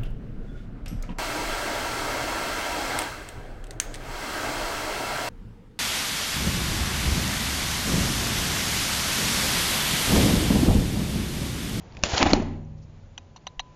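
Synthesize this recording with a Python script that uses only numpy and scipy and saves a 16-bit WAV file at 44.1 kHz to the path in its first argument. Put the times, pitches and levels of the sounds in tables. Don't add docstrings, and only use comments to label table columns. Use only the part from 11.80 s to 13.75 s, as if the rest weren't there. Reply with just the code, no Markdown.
import sys
import numpy as np
from scipy import signal
from scipy.fft import rfft, irfft
from scipy.io import wavfile
from scipy.ndimage import uniform_filter1d

SR = 44100
rng = np.random.default_rng(int(sys.argv[2]) if len(sys.argv) > 2 else 0)


def decibels_to_gain(level_db):
    exponent = np.asarray(level_db, float) / 20
    return 10 ** exponent


def transcribe(signal):
    frames = np.atleast_2d(signal).T
    limited = np.clip(frames, -1, 1)
    pcm = np.round(limited * 32767).astype(np.int16)
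    wavfile.write(sys.argv[1], SR, pcm)


N = 85995
TAUT_S = 0.545


def evened(x):
    return x / np.sqrt(np.mean(x ** 2) + 1e-20)


def read(points, hz):
    f, value = np.transpose(points)
    return np.interp(np.log(hz + 1), np.log(f + 1), value)


def add(mix, s, sound):
    part = mix[round(s * SR):][:len(sound)]
    part += sound[:len(part)]


def colour(x, points):
    gain = decibels_to_gain(read(points, np.fft.rfftfreq(N, 1 / SR)))
    return evened(irfft(rfft(x) * gain, N))


def course(points):
    s, db = np.transpose(points)
    return decibels_to_gain(np.interp(np.arange(N) / SR, s, db, left=-120, right=-120))


def wander(per_s):
    width = max(int(SR / per_s), 2)
    once = uniform_filter1d(rng.standard_normal(N), width)
    return evened(uniform_filter1d(once, width))


# (time [s], peak [dB], length [s], ring [Hz], crack re ring [dB])
TICKS = [
    (0.123, -46, 0.0018, 4500, -0.5),
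    (0.1484, -51, 0.004, 2470, 4),
    (.1693, -31, 0.0012, 2440, -2.5),
    (0.17, -45, 0.0076, 2460, -2.5),
    (0.227, -45, .005, 5050, 8.5),
]
LOUD_SNAPS = [(0.2362, -13.5, 0.0023, 3360, 7), (.2361, -16, 0.0019, 5390, -6),
              (0.2366, -13, 0.0041, 606, -18), (0.2359, -16.5, 0.0028, 1640, -14.5),
              (0.2366, -16.5, 0.0029, 1040, -9.5), (0.239, -34, 0.0079, 2760, 7.5),
              (0.35, -21.5, 0.0011, 1500, -10), (0.3762, -14, 0.0019, 834, -14.5),
              (0.3794, -12, 0.0014, 3030, 5), (0.379, -32.5, 0.0032, 6620, -2.5),
              (0.3807, -17.5, 0.0023, 4450, -4.5), (0.4218, -15, 0.0019, 2720, -6.5),
              (0.417, -20.5, 0.0058, 996, -3), (0.4269, -2, 0.0009, 950, -15.5),
              (.429, -5, 0.00042, 4700, -13), (0.465, -27.5, 0.0027, 2950, -3),
              (.473, -29, 0.0019, 3820, 3.5), (.533, -5, .0021, 4262, -13.5),
              (0.5336, -20.5, 0.0021, 6884, -8.5), (0.5328, -17.5, 0.0018, 5630, -13),
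              (.534, -12, 0.0023, 1375, -1), (0.534, -11, 0.0052, 610, -19),
              (0.533, -41, 0.013, 2874, 14.5), (0.849, -61, 0.0027, 6000, -1.5)]
MORE_SNAPS = [(.2366, -15.5, 0.0021, 280, -20.5), (.2361, -14.5, 0.0029, 3530, -10),
              (.2362, -14, 0.0037, 2830, -14), (.4289, -8.5, 0.00081, 2400, -15),
              (.4195, -18.5, .002, 2900, -7), (.4268, -18, .0008, 2400, 8), (.4255, -14.5, .002, 300, -17),
              (.4305, -15.5, .004, 1050, -8.5), (.5336, -15, .002, 2130, -16), (.5337, -12.5, .001, 4900, 0),
              (.538, -31, .003, 5200, 0.5), (.562, -28.5, .012, 790, -5), (0.55, -30.5, .015, 830, -4),
              (.62, -28.5, .012, 640, -15), (0.19, -40, .004, 700, -6), (.168, -43.5, .006, 330, -14.5)]
SHELL_RATTLE = [(1.5607, -38.5, 0.0039, 950, -13), (1.561, -56.5, .016, 4280, 7.5),
                (1.5705, -46, .003, 4150, -12), (1.5715, -52, .003, 2910, -6),
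                (1.5776, -48.5, 0.0035, 1000, -8.5), (1.576, -57, 0.0019, 4400, -6),
                (1.6702, -30, 0.0041, 940, -21.5), (1.668, -34, 0.0042, 700, -22),
                (1.672, -39.5, 0.0054, 6050, -12), (1.673, -32, 0.0035, 3745, -17),
                (1.674, -40, .003, 6120, -4), (1.6797, -48, .008, 4070, -17.5),
                (1.68, -50, 0.01, 3850, -25), (1.794, -26.5, 0.0032, 1960, -9),
                (1.7959, -26, 0.0043, 965, -19), (1.799, -35, .012, 3822, -20.5),
                (1.799, -35.5, 0.012, 4177, -20.5), (1.8012, -34, .004, 5900, -11),
                (1.8008, -35, .004, 2800, -11), (1.796, -30, .003, 6170, -10),
                (1.802, -40, .004, 2290, -12.5)]


def snaps(rows):
    out = np.zeros(N)
    chance = rng.standard_normal((len(rows), 2000))
    for (s, db, length_s, hz, crack_db), noise in zip(rows, chance):
        t = np.arange(2000) / SR
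        u = t / length_s
        hump = 3 * u * np.exp(1 - 3 * u - 0.52 * u ** 2)
        ring = -np.sin(2 * np.pi * hz * t)
        add(out, s, decibels_to_gain(db) * hump * (ring + decibels_to_gain(crack_db) * noise))
    return out


# (time [s], peak [dB], pitch [Hz], t60 [s])
BLOWS = [(0.129, -39, 89, 0.043), (0.172, -41.5, 221, 0.081), (.455, -19.5, 75, 0.13),
         (0.2361, -21.5, 68.6, 0.05), (0.256, -32.5, 49.8, 0.13), (0.3335, -13.5, 92, .045),
         (0.425, -21, 260, 0.054), (0.4366, -12, 264.3, 0.04), (0.463, -16, 283, 0.086),
         (0.521, -16.5, 209, 0.11), (0.525, -25, 40, 0.17), (0.533, -2.5, 280.4, 0.034),
         (.574, -19.5, 376.3, 0.085), (.54, -17.5, 30, 0.24), (.599, -13, 230, 0.03),
         (0.616, -23, 397, 0.065), (.624, -29.5, 334, 0.11), (0.68, -29, 252.6, .2),
         (.741, -38.5, 307, 0.1), (.242, -28, 166, .04), (1.236, -33.5, 39.9, 0.12),
         (1.771, -35, 31.7, 0.26), (0.263, -34, 223, .15), (0.402, -24, 250, 0.094)]


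def thumps():
    out, t = np.zeros(N), np.arange(SR // 2) / SR
    for s, db, hz, t60_s in BLOWS:
        onset = 1 - np.exp(-t * hz * 8)
        add(out, s, -decibels_to_gain(db - 60 * t / t60_s) * np.sin(2 * np.pi * hz * t) * onset)
    return out


# (time [s], level [dB])
RUNNER_COURSE = [(.236, -50.5), (.243, -28.5), (.28, -36), (.33, -27.5), (.41, -29.5), (.445, -38.5),
                 (.5, -35), (.55, -44), (.76, -74.5)]
# (frequency [Hz], density [dB per Hz])
SCRAPE_SPECTRUM = [(180, -40), (300, -7.5), (660, -4), (1240, -12.5), (1550, -11.5), (3690, -11.5),
                   (6300, -15), (7300, -12.5), (9490, -48.5), (16100, -120)]
GRAINS_PER_S, GRAIN_SPREAD_DB, GRAIN_POWER_SHARE = 4000, 2.5, 0.45
JUDDER_DB, JUDDERS_PER_S = 1.5, 65


def runner():
    size = decibels_to_gain(GRAIN_SPREAD_DB * np.minimum(rng.exponential(1, N), 5))
    grains = size * (rng.random(N) < GRAINS_PER_S / SR) * rng.standard_normal(N)
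    loose = np.arange(N) / SR < TAUT_S
    share = GRAIN_POWER_SHARE * loose
    mix = np.sqrt(share) * evened(grains) + np.sqrt(1 - share) * rng.standard_normal(N)
    judder = decibels_to_gain(JUDDER_DB * loose * wander(JUDDERS_PER_S))
    return course(RUNNER_COURSE) * judder * colour(mix, SCRAPE_SPECTRUM)


# (time [s], level [dB])
BILLOW_COURSE = [(.325, -48.5), (.336, -26), (.39, -38), (.43, -12.5), (.449, -27), (.467, -21.5),
                 (.495, -30.5), (.57, -34.5), (.86, -73)]
# (frequency [Hz], density [dB per Hz])
CLOTH_SPECTRUM = [(65, -41), (110, -9), (293, -2), (431, -7), (852, -2), (1150, -12), (2700, -14),
                  (3900, -21.5), (7200, -34), (9360, -54), (15800, -120)]
FLAP_DB, FLAPS_PER_S = 3, 90


def canopy():
    depth_db = FLAP_DB * np.where(np.arange(N) / SR < TAUT_S, 1, 0.3)
    flaps = decibels_to_gain(depth_db * wander(FLAPS_PER_S))
    air = colour(rng.standard_normal(N), CLOTH_SPECTRUM)
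    return course(BILLOW_COURSE) * evened(flaps * air)


# (frequency [Hz], level [dB], t60 [s])
HUM_MODES = [(30, -29.5, 1.6), (57.6, -38, 1.8), (90.7, -29.5, 2.16), (112.4, -41, 2.6),
             (153.2, -33.5, 2.22), (204.5, -36, 1.4), (231.8, -34, 1.56), (287.6, -39.5, 0.46),
             (367.7, -42, 0.63), (555, -56, 3.1)]
# (time [s], level [dB])
HUM_KICKS = [
    (.42, -0.5),
    (0.535, -5),
]
WAVER_DB, WAVERS_PER_S, HUM_RISE_S = -2.5, 3.3, 0.028


def hum():
    out, t = np.zeros(N), np.arange(N) / SR
    for hz, db, t60_s in HUM_MODES:
        size = np.zeros(N)
        for s, kick_db in HUM_KICKS:
            add(size, s, decibels_to_gain(db + kick_db - 60 * t / t60_s) * (1 - np.exp(-t / HUM_RISE_S)))
        tone = np.sin(2 * np.pi * (hz * t + rng.random()))
        out += size * decibels_to_gain(WAVER_DB * wander(WAVERS_PER_S)) * tone
    return out


# (time [s], level [dB], length [s], centre [Hz])
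CREEPS = [
    (0.971, -67.5, 0.029, 4930),
    (1.006, -66, 0.056, 5520),
    (1.094, -78, 0.017, 6430),
    (1.247, -73, 0.039, 6320),
]
CREEP_WIDTHS = [0.61, .5, 0.045, .05]


def settle():
    out = np.zeros(N)
    for (s, db, length_s, hz), width in zip(CREEPS, CREEP_WIDTHS):
        edges_hz = [hz * (1 - width / 2), hz * (1 + width / 2)]
        band = signal.butter(2, edges_hz, "band", fs=SR, output="sos")
        puff = evened(signal.sosfilt(band, rng.standard_normal(6000)))[:int(length_s * SR)]
        add(out, s, decibels_to_gain(db) * np.hanning(len(puff)) * puff)
    return out


# (time [s], peak [dB], chatter [s], bright tilt [dB per octave], button ping [dB])
FINGER_CLICKS = [
    (1.3782, -25, 0.0051, 3, 7),
    (1.562, -38, 0.0062, 3, -12),
    (1.6682, -22, 0.0053, -1.3, -2),
    (1.7944, -16.5, 0.011, 0.5, 1),
]
# (frequency [Hz], level [dB], t60 [s])
SHELL_MODES = [(747, -4.5, 0.022), (1036, 0.5, 0.0098), (1300, -6, 0.013), (1680, -0.5, 0.0063),
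               (1957, -5, .012), (2194, -10, 0.0076), (2474, -12.5, 0.024), (2865, 0.5, 0.012),
               (3824, -4.5, 0.037), (4184, -11, 0.041), (4570, -8, 0.0091), (5900, -3, 0.013),
               (6390, -12.5, 0.0114), (6940, -13.5, 0.0072)]
LOW_MODE_GRIP = [9.4, 7.9, 1.6, 4.5]
LONG_MODE_GRIP = [-11, -6, -6, 3.5]
PING_HZ, PING_DB, PING_S = 3020, 9.5, 0.0022
LATE_HITS_S, LATE_HITS_DB = 0.0043, -24.5
CHATTER_END_S, CRACK_DB, SHELL_LOW_HZ = 0.0098, -11, 420
SPRING_HZ, SPRING_DB, SPRING_T60_S = 1003, -40.5, 2.3


def shell_ring(u, tilt_db, low_db, long_db):
    body = np.zeros(len(u))
    for k, (hz, db, t60_s) in enumerate(SHELL_MODES):
        grip_db = low_db * (k == 0) + long_db * (k in (8, 9))
        level_db = db + grip_db + tilt_db * np.log2(hz / 1000)
        body += (-1) ** k * decibels_to_gain(level_db - 60 * u / t60_s) * np.sin(2 * np.pi * hz * u)
    return body


def clicks():
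    out, t = np.zeros(N), np.arange(SR // 2) / SR
    u = t[:1200]
    chance = rng.standard_normal((len(FINGER_CLICKS), 2, 1200))
    rows = zip(FINGER_CLICKS, LOW_MODE_GRIP, LONG_MODE_GRIP, chance)
    for (s, db, chatter_s, tilt_db, ping_db), low_db, long_db, (size, pick) in rows:
        force = np.exp(-u / chatter_s * 2) + decibels_to_gain(LATE_HITS_DB) * (u > LATE_HITS_S)
        end_s = CHATTER_END_S * (1 + (ping_db < -9))
        hits = size * (pick > 0.9) * force * (u < end_s)
        hits[0] = -1
        ring = np.convolve(hits, shell_ring(u, tilt_db, low_db, long_db))
        top = np.abs(ring).max()
        ring[:1200] += top * decibels_to_gain(CRACK_DB) * hits
        hump = u / PING_S * np.exp(-(u / PING_S) ** 2 * 3)
        ring[:1200] += top * decibels_to_gain(PING_DB + ping_db) * hump * np.sin(2 * np.pi * PING_HZ * u)
        add(out, s, decibels_to_gain(db) * ring / np.abs(ring).max())
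        spring = np.sin(2 * np.pi * SPRING_HZ * (s + t))
        add(out, s, decibels_to_gain(db + SPRING_DB - 60 * t / SPRING_T60_S) * spring)
    return signal.sosfilt(signal.butter(4, SHELL_LOW_HZ, "high", fs=SR, output="sos"), out)


# (frequency [Hz], t60 [s])
HALL_DECAY = [(125, 0.66), (400, 0.81), (1000, 0.74), (2500, 0.57), (5000, 0.5), (7500, 0.58)]


def hall(x):
    taps = np.zeros(SR)
    at = np.arange(200, SR - 20, 20)
    taps[at + rng.integers(0, 20, len(at))] = rng.choice([-1., 1.], len(at))
    hz, t, z = signal.stft(taps, SR, nperseg=256)
    t60_s = np.maximum(read(HALL_DECAY, hz), 0.05)[:, None]
    tail = signal.istft(z * decibels_to_gain(-60 * t / t60_s), SR, nperseg=256)[1]
    return signal.fftconvolve(x, tail / np.linalg.norm(tail))[:N]


# (frequency [Hz], density [dB per Hz])
ROOM_SPECTRUM = [(12, -44.5), (20, -1.5), (121, -1.5), (176, -7), (261, -13), (533, -16), (603, -18),
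                 (874, -19), (1300, -26), (7300, -38.5), (9490, -66.5), (16100, -120)]
# (frequency [Hz], density [dB per Hz])
HISS_SPECTRUM = [(300, -18), (1000, -3), (2500, 4.5), (5000, -7), (7400, 5.5)]
ROOM_DB, HISS_DB = -44.5, -67
DUCK_S, DUCK_DB, RECOVER_DB_PER_S = 0.45, -12, 4.5


def quiet():
    t = np.arange(N) / SR
    recovery_db = np.minimum(DUCK_DB + RECOVER_DB_PER_S * (t - DUCK_S), 0)
    duck_db = np.where(t > DUCK_S, recovery_db, 0)
    room_gain = decibels_to_gain(ROOM_DB + duck_db + 1.3 * wander(per_s=9.2))
    room = room_gain * colour(rng.standard_normal(N), ROOM_SPECTRUM)
    return room + decibels_to_gain(HISS_DB) * colour(rng.standard_normal(N), HISS_SPECTRUM)


SNAP_HALL_DB, BROAD_HALL_DB, SHELL_HALL_DB = -26, -10.5, -31.5


def scene():
    sharp = snaps(TICKS + LOUD_SNAPS)
    broad = thumps() + runner() + canopy()
    fingers = clicks()
    send = decibels_to_gain(SNAP_HALL_DB) * sharp + decibels_to_gain(BROAD_HALL_DB) * broad + decibels_to_gain(SHELL_HALL_DB) * fingers
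    umbrella = sharp + broad + hall(send) + hum() + settle()
    close = fingers + snaps(MORE_SNAPS + SHELL_RATTLE)
    return (umbrella + close + quiet())[None]


def band_limit(x):
    return signal.sosfilt(signal.butter(12, 8590, fs=SR, output="sos"), x)


CEILING, EDGE_HZ = 0.88, 7234


def record(dry):
    band = signal.firwin(501, EDGE_HZ, window=("kaiser", 7.5), fs=SR)
    clipped = np.clip(dry, -CEILING, CEILING)
    limited = signal.oaconvolve(clipped, band[None], "same")
    return band_limit(limited)


dry = scene()
out = record(dry)
transcribe(out)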